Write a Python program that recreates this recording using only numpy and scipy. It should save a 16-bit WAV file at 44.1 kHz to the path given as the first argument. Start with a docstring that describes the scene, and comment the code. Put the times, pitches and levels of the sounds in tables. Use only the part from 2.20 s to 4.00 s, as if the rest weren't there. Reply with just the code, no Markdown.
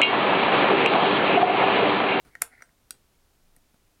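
"""Coin levering at a tin lid

A coin levers at the small round lid of a candy tin held in the hand, close by in a quiet room.
It grinds along the rim, slips off with one sharp snap, clicks on the lid and touches faintly later.
Contacts ring damped modes and noise cracks; scrapes are random slips through resonances, with rubbing.
The hand damps the metal quickly; an echo and a diffuse tail form the room, over steady air noise."""
import sys
import numpy as np
from scipy import signal
from scipy.fft import rfft, irfft
from scipy.io import wavfile

SR = 44100
rng = np.random.default_rng(int(sys.argv[2]) if len(sys.argv) > 2 else 0)


def dump_mix(stems):
    """Bounce the given channels to the path in sys.argv[1] as a 16-bit WAV at rate SR."""
    frames = np.atleast_2d(stems).T  # one column per channel
    limited = np.clip(frames, -1, 1)  # hard clip at full scale
    pcm = np.round(limited * 32767).astype(np.int16)
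    wavfile.write(sys.argv[1], SR, pcm)


N = 79380  # samples, 1.8 s


def amp(db):
    """Level: every 20 dB is a factor of ten in amplitude."""
    return 10 ** (np.asarray(db) / 20)


def evened(x):
    """Normalization: scales to an rms of 1."""
    return x / np.sqrt(np.mean(x ** 2) + 1e-20)


def read(points, hz):
    """Interpolation: reads a table of (Hz, value) linearly along a log-frequency axis."""
    table_hz, value = np.transpose(points)
    return np.interp(np.log(hz + 1), np.log(table_hz + 1), value)


def add(mix, start_s, sound):
    """Superposition: adds a sound into the mix, in place, from start_s on."""
    part = mix[max(round(start_s * SR), 0):][:len(sound)]
    part += sound[:len(part)]


def colour(x, spectrum):
    """Linear filtering: multiplies the Fourier spectrum by gains in dB."""
    hz = np.fft.rfftfreq(len(x), 1 / SR)
    return irfft(rfft(x) * amp(read(spectrum, hz)), len(x))


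def noise(spectrum, size):
    """Coloured noise: white noise through a spectrum, at rms 1."""
    return evened(colour(rng.standard_normal(size), spectrum))


def decay(t, t60):
    """Exponential damping: the amplitude falls 60 dB in t60 seconds."""
    return np.exp(-np.log(1000) * t / t60)


def ring(modes, t):
    """Modal superposition: damped sines, neighbouring modes starting in opposite directions."""
    total = np.zeros(len(t))
    for k, (hz, db, t60) in enumerate(modes):
        total += (-1) ** k * amp(db) * decay(t, t60) * np.sin(2 * np.pi * hz * t)
    return total


def tilted(rows, tilt_db):
    """Spectral tilt: adds tilt_db per octave above the pivot to modes or a spectrum."""
    pivot_hz = 2070
    return [(hz, db + tilt_db * np.log2(hz / pivot_hz), *rest) for hz, db, *rest in rows]


def room_air():
    """Stationary noise: the quiet room's steady background."""
    # Spectrum of the air. 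Each row: frequency in Hz, relative density in dB per Hz.
    air_spectrum = [(12, -13), (20, 7), (27, -12), (60, -5), (81, -11), (187, -15.5), (301, -17.5),
                    (513, -21.5), (607, -20.5), (660, -21.5), (1810, -27), (13200, -32.5), (16000, -34.5)]
    level_db = -64.5
    return amp(level_db) * noise(air_spectrum, size=N)


def scrapes():
    """Stick-slip friction: random slips of the coin's edge drive resonances and hiss; fingers rub the wall."""
    # Strokes of the coin's edge along the rim. Each row: start in seconds, length in seconds,
    # grind level in dB, grind tilt in dB per octave, hiss level in dB, finger rubbing level in dB.
    strokes = [(.045, 0.055, -70.5, -18, -66.5, -58), (0.101, .085, -70, 8, -75, -71),
               (0.202, 0.031, -76, -7, -81, -61.5), (0.307, 0.046, -57, -10.5, -67, -77),
               (0.336, 0.029, -55, 0.5, -68, -72), (0.369, .05, -58, -3, -74, -72),
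               (0.735, 0.026, -78.5, -1, -83, -62)]
    # Resonances under the sliding edge. Each row: frequency in Hz, level in dB, t60 in seconds.
    grind_modes = [(747, -25, 0.046), (1450, -8, 0.022), (1816, -3, 0.022), (1993, 2, .016),
                   (2250, -1, 0.014)]
    # Spectrum of the hiss. Each row: frequency in Hz, relative density in dB per Hz.
    hiss_spectrum = [(200, 19), (1200, 6), (3000, -13.5), (4200, 9.5), (7000, -8.5), (10000, 6),
                     (16000, -36)]
    # Spectrum of the rubbing fingers. Each row: frequency in Hz, relative density in dB per Hz.
    rub_spectrum = [(40, 2.5), (140, -1.5), (300, -1), (600, -13.5), (1500, -10), (5000, -29)]
    slips_per_s, slip_spread_db = 1400, 2
    attack_s, release_s = 0.008, 0.026

    out, t = np.zeros(N), np.arange(SR // 4) / SR
    for start_s, length_s, grind_db, tilt_db, hiss_db, rub_db in strokes:
        happens = rng.random(len(t)) < slips_per_s / SR
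        slips = happens * rng.standard_normal(len(t))
        slips *= amp(slip_spread_db * np.minimum(rng.exponential(1, len(t)), 2))
        resonance = ring(tilted(grind_modes, tilt_db), t)
        grind = amp(grind_db) * evened(signal.fftconvolve(slips, resonance)[:len(t)])
        hiss = amp(hiss_db) * evened(colour(slips, hiss_spectrum))
        rub = amp(rub_db) * noise(rub_spectrum, size=len(t))
        rise = np.clip(t / attack_s, 0, 1)
        fall = np.clip((length_s - t) / release_s + 0.5, 0, 1)  # half-way down at length_s
        add(out, start_s, rise * fall * (grind + hiss + rub))
    return out


def contacts():
    """Impact excitation: each contact rings the parts by its own amounts, with a crack and a soft thud.

    Returns the ringing with thuds and, apart, the cracks, which stand for dense modes."""
    # Contacts of the coin. Each row: start in seconds; levels in dB of hollow body, air cavity, side wall, rim,
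    # lid, coin ring and crack; hardness in dB per octave; thud level in dB.
    contact_rows = [(0.0498, -63, -77, -68, -82, -71, -90, -60.5, 0.5, -58.5),
                    (0.1525, -37, -29, -59, -74, -50.5, -87, -45, -3, -76),
                    (0.2163, -36, -44, -60, -66, -67, -75, -34.5, -1.5, -69),
                    (0.2195, -19, -30, -35, -20.5, -52, -62, -24.5, 0.5, -44.5),
                    (0.4078, -48.5, -71, -67.5, -82, -67, -85, -62, -4, -72),
                    (0.4217, -37, -42.5, -59, -65, -70, -44, -43, -1.5, -67),
                    (0.4915, -61.5, -58.5, -87.5, -90.5, -87.5, -91.5, -78.5, 0.5, -79.5),
                    (0.7072, -51, -54, -84.5, -67, -29.5, -61.5, -34.5, -0.5, -48.5),
                    (1.3641, -62.5, -55, -54, -88, -66, -87.5, -71, 6, -73),
                    (1.3717, -72.5, -76, -74, -89, -87.5, -89.5, -74.5, 2.5, -54.5),
                    (1.5428, -65, -81, -75.5, -89.5, -59, -89.5, -69, -5.5, -52)]
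    # Hollow body of the tin. Each row: frequency in Hz, level in dB, t60 in seconds.
    body_modes = [(1327, -3.5, 0.021), (1547, -2.5, 0.011), (2042, -0.5, 0.014), (2229, -5.5, 0.022)]
    # Air cavity of the tin. Each row: frequency in Hz, level in dB, t60 in seconds.
    cavity_modes = [(1888, 0, 0.021), (1690, 1.5, 0.0027)]
    # Broad side walls. Each row: frequency in Hz, level in dB, t60 in seconds.
    wall_modes = [(484, -1, .045), (610, -4.5, .03), (703, -3.5, 0.098), (868.6, -2.5, 0.024),
                  (1065, -5.5, 0.015)]
    # Rolled rim. Each row: frequency in Hz, level in dB, t60 in seconds.
    rim_modes = [(3860, -4, .008), (4820, -11, .017), (5730, -5, .017), (7080, 3, .008), (7650, 0, .013),
                 (8320, -11, .016), (8940, -1, .022), (9230, 5, .007), (9860, 13, .005), (10530, 1, .012),
                 (11360, 1, .011), (12710, -7, .018), (13880, -1, .014), (14980, -10, .009)]
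    # Round lid. Each row: frequency in Hz, level in dB, t60 in seconds.
    lid_modes = [(1450, -1, .012), (1920, -3, .006), (2660, -8, .01), (3970, -4, .014), (4760, -9, .014),
                 (5710, -5, .015), (6690, -13, .022), (8000, -3, .021), (8840, 2, .009), (9480, 4, .012),
                 (11640, -3, .005), (12750, 0, .006), (13650, -8, .013), (13330, -22, .055)]
    # Coin, pinched between fingers. Each row: frequency in Hz, level in dB, t60 in seconds.
    coin_modes = [(5800, 1, .022), (8150, -14.5, .17), (10300, -6, .014)]
    # Spectrum of the crack. Each row: frequency in Hz, relative density in dB per Hz.
    crack_spectrum = [(100, -12.5), (500, -5.5), (1000, -5.5), (1600, -1.5), (2300, 1.5), (3000, -7),
                      (6000, -2.5), (7500, -5), (10000, -4.5), (14000, -8.5), (15300, -8), (16300, -16)]
    contact_s, crack_t60_s = 0.00043, 0.016
    thud_hz, thud_t60_s = 222, 0.025

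    parts = (body_modes, cavity_modes, wall_modes, rim_modes, lid_modes, coin_modes)
    rung, cracks, t = np.zeros(N), np.zeros(N), np.arange(SR // 4) / SR
    onset = np.minimum(t / contact_s, 1)
    thud = decay(t, thud_t60_s) * np.sin(2 * np.pi * thud_hz * t)
    for start_s, *parts_db, crack_db, hardness_db, thud_db in contact_rows:
        metal = np.zeros(len(t))
        for db, modes in zip(parts_db, parts):
            metal += amp(db) * ring(tilted(modes, hardness_db), t)
        crack = noise(tilted(crack_spectrum, hardness_db), size=len(t)) * decay(t, crack_t60_s)
        add(rung, start_s, onset * (metal + amp(thud_db) * thud))
        add(cracks, start_s, onset * amp(crack_db) * crack)
    return rung, cracks


def room(x):
    """Reverberation: one early reflection and a diffuse tail whose low end lasts longest."""
    # Reverberation time. Each row: frequency in Hz, t60 in seconds.
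    tail_t60 = [(300, .3), (800, 0.24), (2000, 0.23), (5500, 0.13), (10000, .17), (15000, .13)]
    # Level of the tail. Each row: frequency in Hz, level in dB against the sound sent in.
    tail_db = [(200, -8.5), (700, -12.5), (1600, -16.5), (2200, -20), (3000, -15.5), (5000, -17),
               (7500, -16), (10000, -19), (13500, -17.5), (15000, -26)]
    onset_s, echo_s, echo_db = 0.0042, 0.0162, -28.5

    hz, t, bands = signal.stft(rng.standard_normal(SR // 2), SR, nperseg=256)
    t60 = read(tail_t60, hz)[:, None]
    unit_energy = np.sqrt(2 * np.log(1000) / (t60 * SR))  # offsets the energy a longer decay adds
    bands = bands * decay(t, t60) * unit_energy * amp(read(tail_db, hz))[:, None]
    tail = signal.istft(bands, SR, nperseg=256)[1]
    out = np.zeros(N)
    add(out, onset_s, signal.fftconvolve(x, tail))
    add(out, echo_s, amp(echo_db) * x)
    return out


def scene():
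    """Superposition of direct sound, room response and air noise."""
    crack_send_db = 8  # the dense modes radiate all round, so the room gets more of them
    rung, cracks = contacts()
    tin = scrapes() + rung
    reverberant = room(tin + amp(crack_send_db) * cracks)
    return (tin + cracks + reverberant + room_air())[None]


def record(dry):
    """Band limitation: a linear-phase low-pass stands for the recorder's upper edge."""
    edge_hz = 16300
    low_pass = signal.firwin(255, edge_hz, window=("kaiser", 9), fs=SR)
    return signal.oaconvolve(dry, low_pass[None], "same")


dry = scene()
out = record(dry)
dump_mix(out)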